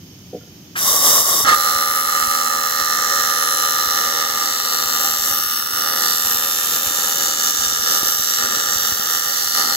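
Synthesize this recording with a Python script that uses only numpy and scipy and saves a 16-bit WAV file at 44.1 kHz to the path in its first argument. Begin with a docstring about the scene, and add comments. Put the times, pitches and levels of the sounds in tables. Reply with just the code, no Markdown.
"""A welding arc on alternating current snaps twice per cycle in a round aluminium recess and hisses between snaps.
Before it, sparks hiss across the gap and a steady-current arc roars for a moment. Both sources are shaped noise;
the snaps are filtered clicks. Recess resonances and echoes colour the arc differently at a phone's two ports.
Pool pops, a ringing nozzle, a valve puff, pedal knocks and draught thuds surround it, over faint gas and shop rumble."""
import sys
import numpy as np
from scipy import signal
from scipy.fft import rfft, irfft
from scipy.io import wavfile
from scipy.ndimage import uniform_filter1d

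SR = 44100
rng = np.random.default_rng(int(sys.argv[2]) if len(sys.argv) > 2 else 0)


def persist_wave(psi):
    """Save psi, clipped to +-1, as 16-bit WAV."""
    counts = np.round(np.clip(psi, -1, 1) * 32767).astype(np.int16)
    wavfile.write(sys.argv[1], SR, np.atleast_2d(counts).T)


N = 430416

# Burning arc, level of the snaps before the recess: (time [s], level [dB])
ARC = [(1.545, -16.5), (3.0, -17.5), (3.21, -15.5), (4.45, -19.5), (5.02, -18.5), (5.68, -23),
       (6.14, -19.5), (6.5, -21), (9.14, -21.5), (9.76, -21.5)]
# Band the hiss is weak in, where the recess rings most: (frequency [Hz], width [Hz], share removed [0-1])
HISS_SPARES = (1360, 440, 0.27)
# Fresh arc smoulders, then roars in lumps until the current alternates: (time [s], level [dB])
ROAR = [(1.448, -11), (1.454, -16), (1.466, -12), (1.473, -9.5), (1.49, -7.5), (1.51, -10.5), (1.523, -10),
        (1.527, -10), (1.536, -7), (1.539, -19), (1.544, -7.5), (1.548, -11)]
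# Resonances of recess and port, torch low:
# (frequency [Hz], width [Hz], level at the first spot [dB], level at the last spot [dB])
NEAR_LEFT = [(432, 510, -9.5, -5.5), (549, 16, 5, -2), (832, 303, -5.5, -1.5), (1214, 115, 14.5, 7.5),
             (1557, 500, 1.5, 4.5), (2108, 294, 2, 1), (2980, 245, -7, 6.5), (3180, 140, -0.5, -30),
             (3650, 107, -2, 9.5), (4240, 540, -2, 4.5), (4100, 200, -30, -27), (5540, 320, -1, 6),
             (5674, 180, 2.5, 6), (6700, 200, -10, 1.5), (6950, 420, -6, -13), (7560, 1270, -4, 5),
             (9170, 870, -16, -21), (9340, 2900, -6.5, -3.5), (10380, 720, 0, -1.5), (11510, 780, 1, 7),
             (12100, 1260, -14, -3), (12930, 970, -5.5, 5.5), (13600, 690, -5, -19), (14700, 1200, -14, 4),
             (15100, 1550, 0.5, 2)]
NEAR_RIGHT = [(267, 370, -13.5, -8.5), (550, 114, -2.5, -1.5), (825, 69, 4, 3), (1254.5, 92, 19.5, 9),
              (1377, 194, 10.5, 13), (1802, 237, 9.5, 11.5), (2180, 650, -5.5, -3), (2663, 76, -1.5, 0),
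              (3190, 410, -28, 4.5), (3700, 1380, -5.5, 1), (4060, 68, 5, 3), (4640, 210, -23, 9),
              (4840, 330, -3, -0.5), (5634, 780, 3, 9.5), (6130, 120, 3.5, 10), (6376, 440, -2.5, 7.5),
              (7284, 630, -2, 6.5), (9600, 550, -8, -11), (9360, 210, -11, -10), (9600, 550, -32, -3.5),
              (11180, 320, -8, 3.5), (11410, 650, -3.5, -7), (12400, 730, -4, 5), (12240, 1100, -16, 2),
              (13870, 950, -1, 7), (14710, 890, -11, -19), (15300, 2600, 0, -9.5)]
# Resonances of recess and port, torch still held high: (frequency [Hz], width [Hz], level [dB])
RAISED_LEFT = [(730, 920, 5.5), (1120, 110, 16.5), (1490, 480, 1.5), (2090, 250, 4.5), (2930, 400, 3),
               (3750, 630, 6), (4660, 590, 3.5), (5570, 740, 9), (6300, 1200, 3.5), (7560, 530, 13),
               (8430, 320, 9.5), (9300, 710, 9), (10070, 330, 13), (10300, 340, -2), (11240, 670, 10),
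               (12000, 360, 1), (12760, 640, 12.5), (13700, 950, 10), (14700, 430, 2), (15300, 730, 5)]
RAISED_RIGHT = [(620, 520, 6), (1147, 120, 18), (1380, 160, 8), (1920, 610, 6), (3350, 840, 3),
                (3730, 110, 13), (4670, 370, 0), (5760, 1370, 13.5), (7000, 920, 8), (8610, 390, -17),
                (9450, 650, 3), (9820, 150, -6.0), (10800, 1000, 4.5), (11450, 450, 9), (12400, 770, 5),
                (13000, 740, 5), (13820, 810, -2), (14380, 550, 0.7), (15300, 920, 10)]
# Bands cancelled with the torch low: (frequency [Hz], width [Hz], share removed [0-1])
ARC_HOLLOWS = [(2260, 240, .5), (2570, 140, 0.3), (3250, 110, 0.52), (5030, 240, 0.27)]
# Bands cancelled with the torch high: (frequency [Hz], width [Hz], share removed [0-1])
HOLLOWS = [(2380, 360, 0.9), (2650, 400, 0.71), (4250, 240, .9), (6900, 180, 0.46), (7950, 250, .6)]
# Bands that dull as the torch lifts: (frequency [Hz], width [Hz], greatest share removed [0-1])
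LIFT = [(6960, 1100, .7), (7600, 960, 0.42), (8700, 320, 0.32), (10400, 640, 0.3), (11650, 610, 0.45),
        (3950, 300, .6)]
# Treble bands of the arc whose levels move: (frequency [Hz], width [Hz])
TREBLE_BANDS = [(7300, 1900), (9800, 1700), (12200, 1500), (4450, 1050), (14600, 1700)]
# Level change of those bands, in the same order:
# (time [s], first [dB], second [dB], third [dB], fourth [dB], fifth [dB])
TREBLE = [(1.545, -2, 0, -2, 0.5, 2), (2.2, 1, 2, 0.5, -0.5, -1), (2.66, 0.5, -3, -0.5, 1, 0),
          (3.2, 2, -2, 0.5, 1, -4), (3.5, -1.5, 2.5, -0.5, 0, -3), (4.04, -1, -0.5, -1, 1, 0),
          (4.7, -1, -0.5, -0.5, 1.5, -4), (5.03, -1, -4, 3.5, -1.5, -2), (5.5, 0, 6, 4, 1, -3),
          (5.8, -1, 3, 0, -0.5, 1), (6.16, -1, 1, 3, 2.5, -1), (6.4, -2, 0, 0, -1.5, 2),
          (7.0, 1, 2, 0.5, -1, 1.5), (7.74, 1.5, -4, -1, -1.5, -2), (8.12, 0.5, 0, 3, -0.5, 3),
          (8.5, 1.5, -2, -1.5, 1, -0.5), (9.3, -1, -1, -0.5, -2, -0.5), (9.76, -0.5, 0, -2.5, 2, -1)]
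# Low partials of the arc that swell and fade singly: (frequency [Hz], width [Hz])
HUM_BANDS = [(240, 81), (400, 64), (520, 100), (800, 140)]
# Level change of the arc's low buzz: (time [s], level [dB])
LOW_BUZZ = [(1.545, -0.5), (5.15, -1), (5.25, -2.5), (5.82, -1), (5.92, 1.5), (6.7, -2), (6.9, -1.5),
            (7.2, 0.5), (7.4, -1), (8.04, 0), (8.36, -4.5), (8.45, 3.5), (8.6, 1.5), (8.9, -2), (9.1, 0.5),
            (9.5, -5), (9.6, 2.5), (9.76, -0.5)]
# Pops of the molten pool, the first as the arc bridges: (time [s], starting level [dB], pitch [Hz])
POPS = [(1.448, -20, 300), (6.909, -24, 320), (7.727, -26, 380), (7.908, -23, 300), (8.031, -17.5, 336),
        (8.195, -28, 198), (8.444, -27, 180), (8.512, -25, 520), (8.571, -24, 300), (8.92, -21.5, 260),
        (8.996, -24, 252)]
# Nozzle ringing: (time [s], level [dB])
NOZZLE = [(1.545, -31), (2.05, -41), (3.0, -49), (3.5, -35), (4.0, -35.5), (4.15, -54), (5.8, -51),
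          (6.0, -44), (6.4, -55), (7.2, -46), (9.0, -53), (9.76, -38)]
# Pedal knocks, then a faint rattle: (time [s], level [dB], lift of the upper modes [dB])
PEDAL = [(0.329, -26, -12), (0.345, -23, -14), (0.362, -33, -6), (0.408, -47, 17), (0.43, -45, 8),
         (0.47, -48, 12)]
# Modes of the pedal: (frequency [Hz], level [dB], time to fall by 60 dB [s])
PEDAL_MODES = [(193, 1, 0.071), (298, -4, 0.13), (433, 6, 0.057), (481, 6.5, 0.075), (600, -3, 0.07),
               (723, -5, .09), (1400, -14, .07), (1740, -18, .06), (3140, -19, 0.12)]
# Plainest draught thuds, before their swell shape: (time [s], level [dB], left minus right [dB])
THUDS = [(1.443, -20, -7), (1.525, -26, -8), (1.572, -25, -14), (1.761, -21, -20), (1.9, -26, -14),
         (2.235, -23, -14), (2.28, -23, 10), (2.823, -23, -18), (3.876, -21, -16), (4.862, -21, -17),
         (5.201, -24, -14), (5.316, -23, -13), (6.257, -22, -14), (6.355, -23, -16), (6.873, -22, 12),
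         (7.595, -22, -14), (7.669, -22, -21), (7.798, -26, -14), (8.197, -25, -14), (8.448, -28, -14),
         (8.764, -20, -10), (8.927, -21, -10), (9.464, -25, -12)]
# Resonances of the shielding gas: (frequency [Hz], width [Hz], level [dB])
GAS = [(3080, 200, 1), (3490, 60, -1), (4800, 140, 1), (5230, 130, -1), (5510, 170, 4), (6180, 260, 2),
       (6520, 210, 1), (6880, 200, -8), (8100, 150, -26), (12000, 290, -6), (12800, 74, -8),
       (13100, 99, -9), (14000, 130, -10), (14900, 56, -12), (15400, 210, -8)]
# Spectrum of the shop: (frequency [Hz], relative level per Hz [dB])
SHOP = [(20, -24), (40, -14), (70, -8), (95, 3), (125, -1), (150, -3), (183, 2), (220, -6), (270, -3.5),
        (340, -7.5), (450, -19), (900, -25.5), (1500, -28), (2500, -27), (4200, -34), (7500, -54),
        (16000, -64)]
# Tilt of the shop between the ports: (frequency [Hz], left minus right [dB])
SHOP_BALANCE = [(60, 1), (110, -1), (200, 1), (380, 0), (700, -3.0), (1290, -3), (2380, 8), (4400, 6),
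                (8120, -7.0), (15000, -4.0)]

CYCLE_HZ, FIRST_SNAP_S = 79.995, 1.54535
POSITIVE_SHARE = 0.3514  # part of a cycle from restrike to the way back
SLIP_S, SLIP_MS = (5.3, 5.9), 0.754  # the beat fades over to one that comes slightly earlier
WAVER_DB, WAVER_PER_S = 2.5, 18  # the snaps waver, more as the torch travels
HISS_DB, HISS_FOLLOWS = -13.5, 0.48  # hiss level = HISS_DB + HISS_FOLLOWS * snap level
SPARK_S, SPARK_DB = (0.756, 1.4455), -13.5
SPARK_SWELL_S, SPARK_SAG_DB_PER_S = 0.07, 6
SPARK_BODY_S = 0.076  # the low body of the sparks swells later than their treble
TRAVEL_S, TRAVEL_SHARE = (1.93, 7.3), (0.1, 0.97)  # the torch eases from near its first spot to near its last
PORT_LAG = 11  # samples by which the right port hears later
SCATTER_DB, SCATTER_HOLD_S = -7.5, 0.6
FLICKER_DB, FLICKER_PER_S = 1.8, 9
HUM_SWELL_DB, HUM_SWELL_PER_S = 3, 3.503
LOW_BUZZ_HZ, LOW_FLICKER_DB, LOW_FLICKER_PER_S = 1610, 1.5, 8
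POP_CYCLES = 0.85  # cycles in which a pop falls to 1/e
POP_TICK_DB, POP_TICK_RATIO = -5, 2.4  # level and pitch of the tick against its pop
NOZZLE_HZ, NOZZLE_WIDTH_HZ = 4080, 20
VALVE_DB, VALVE_HZ, VALVE_WIDTH_HZ, VALVE_S = -19, 1620, 460, 0.052
PEDAL_UPPER_HZ = 1000
PUFFS_PER_S, PUFF_DB, PUFF_SPREAD_DB = 4, -35, 1  # weaker thuds at random
PUFF_PAN_DB, PUFF_PAN_SPREAD_DB = -22, 15  # left minus right
GAS_LEFT_DB, GAS_RIGHT_DB = -48.5, -44
SHOP_DB, SHOP_SINKS_DB, SHOP_SINK_S = -40.5, 13, 0.59  # the rumble sinks away once the sparks start
TOP_HZ = 15780


def arc():
    """The plasma snaps at both current reversals and hisses between them."""
    sharp, blunt = reversals()
    snap_sound, hiss_sound = snaps(sharp, blunt), hiss(sharp)
    snap_db = curve(ARC) + WAVER_DB * travel() * walk(WAVER_PER_S)
    hiss_db = HISS_DB + HISS_FOLLOWS * snap_db
    return (undb(snap_db) * snap_sound + undb(hiss_db) * hiss_sound) * gate(ARC[0][0], ARC[-1][0])


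def reversals():
    """The two current reversals of each cycle as click trains, with a little chance in time and level."""
    start = cycle_starts()
    chance = rng.standard_normal((len(start), 4))
    late = np.clip((start - SLIP_S[0]) / (SLIP_S[1] - SLIP_S[0]), 0, 1)
    sharp = blunt = 0
    for share, shift in ((np.sqrt(1 - late), 0), (np.sqrt(late), SLIP_MS / 1000)):
        restrike = start - shift + 3e-6 * chance[:, 0]
        way_back = start - shift + POSITIVE_SHARE / CYCLE_HZ + 3e-6 * chance[:, 2]
        sharp = sharp + clicks(restrike, share * undb(1.3 * chance[:, 1]))
        blunt = blunt + clicks(way_back, share * undb(1.5 * chance[:, 3]))
    return sharp, blunt


def snaps(sharp, blunt):
    """The plasma column pushes the air: sharply on restrike, more bluntly on the way back."""
    # the restrike is a quick push and pull, then a slower swell of the column
    restrike = sharp - np.roll(sharp, 1) + undb(3.0) * soften(soften(sharp, 880.0), 880.0)
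    both = soften(restrike + undb(-1.0) * blunt, 8880.0)
    return unit(both - soften(both, 383.0))


def hiss(sharp):
    """Turbulence around the plasma, flaring just after each restrike and dying over 1.5 ms."""
    flare = signal.lfilter([1], [1, -np.exp(-1000 / (1.5 * SR))], np.abs(sharp))
    noise = turbulence(apart=1.09) * (1 + 0.5 * flare)
    noise = unit(0.53 * noise + 0.5 * soften(noise, 5700.0) + 1.35 * soften(noise, 455.0))
    return hollow(noise * undb(2.15 * walk(12)), [HISS_SPARES])


def strike():
    """Steady-current arc for a moment: a dull, lumpy roar of low-passed noise."""
    noise = rng.standard_normal(N) * undb(1.5 * walk(150))
    roar = hollow(0.04 * noise + soften(noise, 2900.0), [HISS_SPARES])
    return unit(roar) * undb(curve(ROAR)) * gate(ROAR[0][0], ROAR[-1][0])


def arc_in_recess():
    """Arc and roar through echoes and resonances that shift as the torch travels and lifts."""
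    burning, way = scatter(arc() + strike()), travel()
    first_spot = ports(burning * (1 - way), NEAR_LEFT, NEAR_RIGHT, column=2)
    last_spot = ports(burning * way, NEAR_LEFT, NEAR_RIGHT, column=3)
    near = hollow(first_spot + last_spot, ARC_HOLLOWS)
    # the torch lifts while the beat slips, dulling some bands
    lifted = gate(SLIP_S[0] + 0.053, SLIP_S[1] + 0.096, edge_s=0.072)
    near = hollow(near, LIFT, lifted * np.clip(1.05 + 0.25 * walk(15), 0, 1))
    return shift_bands(near)


def shift_bands(near):
    """Treble bands, low partials and low buzz of the arc rise and fall, each by itself."""
    times, *levels_db = np.transpose(TREBLE)
    for (hz, width_hz), db in zip(TREBLE_BANDS, levels_db):
        gain = undb(curve(np.c_[times, db]) + flicker())
        near = near + (gain - 1) * band(near, hz, width_hz)
    for hz, width_hz in HUM_BANDS:
        gain = undb(HUM_SWELL_DB * walk(HUM_SWELL_PER_S))
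        near = near + (gain - 1) * band(near, hz, width_hz)
    low = signal.sosfiltfilt(signal.butter(2, LOW_BUZZ_HZ, fs=SR, output="sos"), near)
    gain = undb(curve(LOW_BUZZ) + LOW_FLICKER_DB * walk(LOW_FLICKER_PER_S))
    return near + (gain - 1) * low


def scatter(x, scatter_ms=1.44):
    """Short bright echoes off the recess wall, different at each port, changing as time passes."""
    t, step, length = np.arange(600) / SR, int(SCATTER_HOLD_S * SR), x.shape[1]
    out = np.pad(x, ((0, 0), (0, 2 * step + 600)))
    window = np.sin(np.pi * np.arange(2 * step) / (2 * step))
    # overlapping stretches, each with its own echoes
    for i in range(-step, length, step):
        echoes = rng.standard_normal((2, len(t))) * np.exp(-t * 1000 / scatter_ms) * (t > 0.0002)
        echoes = echoes - soften(echoes, 2800.0)
        echoes = echoes * undb(SCATTER_DB) / np.sqrt(np.sum(echoes ** 2, axis=1, keepdims=True))
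        first = max(i, 0)
        part = x[:, first:i + 2 * step] * window[max(-i, 0):length - i]
        part = signal.fftconvolve(part, echoes, axes=1)
        out[:, first:first + part.shape[1]] += part
    return out[:, :length]


def ports(x, left, right, column=2):
    """Resonances on the way to each port; the right port hears it a little later."""
    paths = np.array([response(left, column), np.roll(response(right, column), PORT_LAG)])
    return signal.oaconvolve(x, paths, axes=1)[:, :N]


def travel():
    """How far the torch is from its first spot (0) to its last (1), eased at both ends."""
    way = np.clip(since(TRAVEL_S[0]) / (TRAVEL_S[1] - TRAVEL_S[0]), 0, 1)
    first, last = TRAVEL_SHARE
    return first + (last - first) * np.sin(np.pi / 2 * way) ** 2


def flicker():
    """Level wander in dB, partly shared by the two ports."""
    shared = walk(FLICKER_PER_S)
    own = np.array([walk(FLICKER_PER_S), walk(FLICKER_PER_S)])
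    return FLICKER_DB * (shared + 0.75 * own)


def sparks():
    """Dense random sparks in escaping gas: grainy noise that swells, sags and stops as the arc bridges."""
    grains = turbulence(apart=0.77) * undb(1.3 * walk(400) + 2.8 * walk(24.6))
    t = since(SPARK_S[0])
    grains = grains - np.exp(-(t / SPARK_BODY_S) ** 2) * soften(grains, 2100.0)
    swell = 1 - np.exp(-(t / SPARK_SWELL_S) ** 1.24)
    return unit(grains) * swell * undb(SPARK_DB - SPARK_SAG_DB_PER_S * t) * gate(*SPARK_S)


def pops():
    """Each pop of the pool is a damped pressure pulse that opens with a higher, shorter tick."""
    out, t = np.zeros(N), np.arange(1500) / SR
    for s, db, hz in POPS:
        i = int(s * SR)
        for part_db, part_hz in ((db, hz), (db + POP_TICK_DB, hz * POP_TICK_RATIO)):
            pulse = np.exp(-t * part_hz / POP_CYCLES) * np.sin(2 * np.pi * part_hz * t)
            out[i:i + 1500] += undb(part_db) * pulse
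    return out


def nozzle():
    """The nozzle rings on the multiple of the current cycle that fits it."""
    times = cycle_starts()
    beat = clicks(times, undb(1.8 * rng.standard_normal(len(times))))
    ring = unit(band(beat, NOZZLE_HZ, NOZZLE_WIDTH_HZ))
    ring = ring * undb(curve(NOZZLE) + 3.0 * walk(8.9)) * gate(ARC[0][0], ARC[-1][0])
    return np.array([ring, np.roll(ring, PORT_LAG)])


def valve():
    """The gas valve opens as the sparks begin: a short, decaying puff of band-passed noise."""
    puff = unit(band(rng.standard_normal(N), VALVE_HZ, VALVE_WIDTH_HZ))
    puff = puff * undb(VALVE_DB) * np.exp(-since(SPARK_S[0]) / VALVE_S)
    puff = puff * gate(SPARK_S[0] + 0.006, SPARK_S[1], edge_s=0.0087)
    return np.array([puff, np.roll(puff, PORT_LAG)])


def pedal():
    """Soft knocks of the foot pedal and a faint rattle as it settles, as decaying modes."""
    t, out = np.arange(8000) / SR, np.zeros(N)
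    soft_start = 1 - np.exp(-(t / 0.0035) ** 2)
    for s, level_db, upper_db in PEDAL:
        i = int(s * SR)
        for hz, db, t60 in PEDAL_MODES:
            ring = np.exp(-np.log(1000) * t / t60) * np.sin(2 * np.pi * hz * t) * soft_start
            out[i:i + 8000] += undb(level_db + db + upper_db * (hz > PEDAL_UPPER_HZ)) * ring
    return out


def thuds():
    """Puffs of warm air push mostly on one port, each a swelling and fading low sine."""
    out, t = np.zeros((2, N + 4000)), np.arange(4000) / SR
    rows = np.vstack([THUDS, random_puffs()])
    swell = t / 0.0065 * np.exp(1 - t / 0.0047)
    for (s, db, pan_db), (pitch, turn, skew) in zip(rows, rng.random((len(rows), 3))):
        i = int((s - 0.007) * SR)  # the swell begins ahead of the thud
        gains = undb(db + np.minimum([[pan_db], [-pan_db]], 0))
        turns = np.c_[[turn, turn + 0.3 * skew]]  # phase at each port
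        out[:, i:i + 4000] += gains * swell * np.sin(2 * np.pi * ((30 + 55 * pitch) * t + turns))
    return out[:, :N] + flutter()


def random_puffs():
    """Weaker thuds, one at a random moment in each slot while the arc burns."""
    slots = np.arange(ARC[0][0], N / SR - 1 / PUFFS_PER_S, 1 / PUFFS_PER_S)
    when = rng.random(len(slots))
    size, side = rng.standard_normal((len(slots), 2)).T
    level_db = PUFF_DB + PUFF_SPREAD_DB * size
    pan_db = PUFF_PAN_DB + PUFF_PAN_SPREAD_DB * side
    return np.transpose([slots + when / PUFFS_PER_S, level_db, pan_db])


def flutter():
    """Warm air flutters on each port by itself: low noise with a strongly wandering level."""
    out = np.zeros((2, N))
    low_band = signal.butter(2, (25.0, 160.0), "band", fs=SR, output="sos")
    for port, db in enumerate((-60.0, -59.0)):
        low = unit(signal.sosfilt(low_band, rng.standard_normal(N)))
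        out[port] = low * undb(db + 13.0 * walk(25)) * gate(SPARK_S[0], ARC[-1][0])
    return out


def gas():
    """Shielding gas leaks faintly from the nozzle: separate resonant noise at each port."""
    broad = [(4340, 4900, -7.5), (13100, 3400, -8)]
    noise = signal.fftconvolve(rng.standard_normal((2, N)), response(GAS + broad)[None])
    return unit(noise[:, :N]) * undb(np.array([[GAS_LEFT_DB], [GAS_RIGHT_DB]]))


def shop():
    """Fans far off, as coloured noise; bass alike at both ports, treble unrelated."""
    hz = np.maximum(np.arange(N // 2 + 1) * SR / N, 1)
    colour_db, tilt_db = (np.interp(np.log(hz), np.log(np.array(table)[:, 0]), np.array(table)[:, 1])
                          for table in (SHOP, SHOP_BALANCE))
    alike = 0.98 / (1 + (hz / 800) ** 3)
    mid, side = rfft(rng.standard_normal((2, N)))
    sign = np.array([[1], [-1]])
    both = np.sqrt(1 + alike) * mid + sign * np.sqrt(1 - alike) * side
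    rumble = unit(irfft(both * undb(colour_db + sign * tilt_db / 2), N))
    sunk_db = SHOP_SINKS_DB * (1 - np.exp(-since(SPARK_S[0]) / SHOP_SINK_S))
    return rumble * undb(SHOP_DB - sunk_db + 0.94 * walk(8.2))


def cycle_starts():
    """Times of the cycles of the current, in seconds."""
    return FIRST_SNAP_S + np.arange(int(N / SR * CYCLE_HZ)) / CYCLE_HZ


def clicks(times, sizes):
    """Band-limited clicks at exact times."""
    place = times[:, None] * SR
    index = np.floor(place).astype(int) + np.arange(-8, 9)
    keep = index[:, -1] < N
    shape = np.sinc(index - place) * np.cos(np.pi * (index - place) / 18) ** 2 * sizes[:, None]
    return np.bincount(index[keep].ravel(), shape[keep].ravel(), N)


def turbulence(apart):
    """Noise of rms 1 at two ports; a share of its treble and deep bass is unrelated between them."""
    common, own = rng.standard_normal(N), rng.standard_normal((2, N))
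    deep = soften(soften(own, 210.0), 197.0)
    return unit(common + apart * (own - soften(own, 3040.0) + 0.59 * deep))


def response(modes, column=2, size=4096):
    """Causal response of steep resonances whose powers add, from the cepstrum of the log gain."""
    hz = np.arange(size // 2 + 1) * SR / size
    power = sum(undb(2 * m[column]) / (1 + (2 * (hz - m[0]) / m[1]) ** 2) ** 2 for m in modes)
    cepstrum = irfft(np.log(power + 0.0013) / 2)  # the small floor keeps gaps from going silent
    # folding the cepstrum forward makes the response causal
    cepstrum[1:size // 2] *= 2
    cepstrum[size // 2 + 1:] = 0
    return irfft(np.exp(rfft(cepstrum)))[:size // 2]


def band(x, hz, width_hz):
    """Band-pass with gain 1 at the centre."""
    return signal.lfilter(*signal.iirpeak(hz, hz / width_hz, fs=SR), x)


def hollow(x, rows, depth=1):
    """Take a share out of each band."""
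    for hz, width_hz, share in rows:
        x = x - share * depth * band(x, hz, width_hz)
    return x


def soften(x, hz):
    """One-pole low-pass."""
    return signal.lfilter(*signal.butter(1, hz, fs=SR), x)


def walk(rate):
    """Random levels held 1 / rate s and slewed twice; spread near 1."""
    k = int(SR / rate)
    held = np.repeat(rng.standard_normal(N // k + 1), k)
    return 0.68 * uniform_filter1d(uniform_filter1d(held, k), k)[:N]


def curve(table):
    """Rows of (time [s], value) joined by straight lines."""
    return np.interp(np.arange(N) / SR, *np.transpose(table))


def gate(start_s, end_s, edge_s=0.0021):
    """1 between two times, with short edges."""
    t = np.arange(N) / SR
    return np.clip((t - start_s) / edge_s + 1, 0, 1) * np.clip((end_s - t) / edge_s, 0, 1)


def since(s):
    """Seconds since a moment, 0 before it."""
    return np.maximum(np.arange(N) / SR - s, 0)


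def unit(x):
    """Scale to rms 1."""
    return x / np.sqrt(np.mean(x ** 2))


def undb(db):
    """Decibels to gain."""
    return 10 ** (np.asarray(db) / 20)


def scene():
    """Arc and sparks through the recess, plus pops, nozzle, valve, pedal, draughts, gas and shop."""
    near = undb(1.0) * arc_in_recess()
    high = hollow(ports(sparks(), RAISED_LEFT, RAISED_RIGHT), HOLLOWS)
    return near + high + pops() + nozzle() + valve() + pedal() + thuds() + gas() + shop()


def record(dry):
    """The phone drops the deepest bass, rounds the loudest peaks and cuts the top."""
    wet = dry - soften(dry, 68.0)
    rounded = np.tanh(1.082 * wet) / 1.232
    return signal.sosfilt(signal.ellip(12, 0.2, 90, TOP_HZ, fs=SR, output="sos"), rounded)


dry = scene()
out = record(dry)
persist_wave(out)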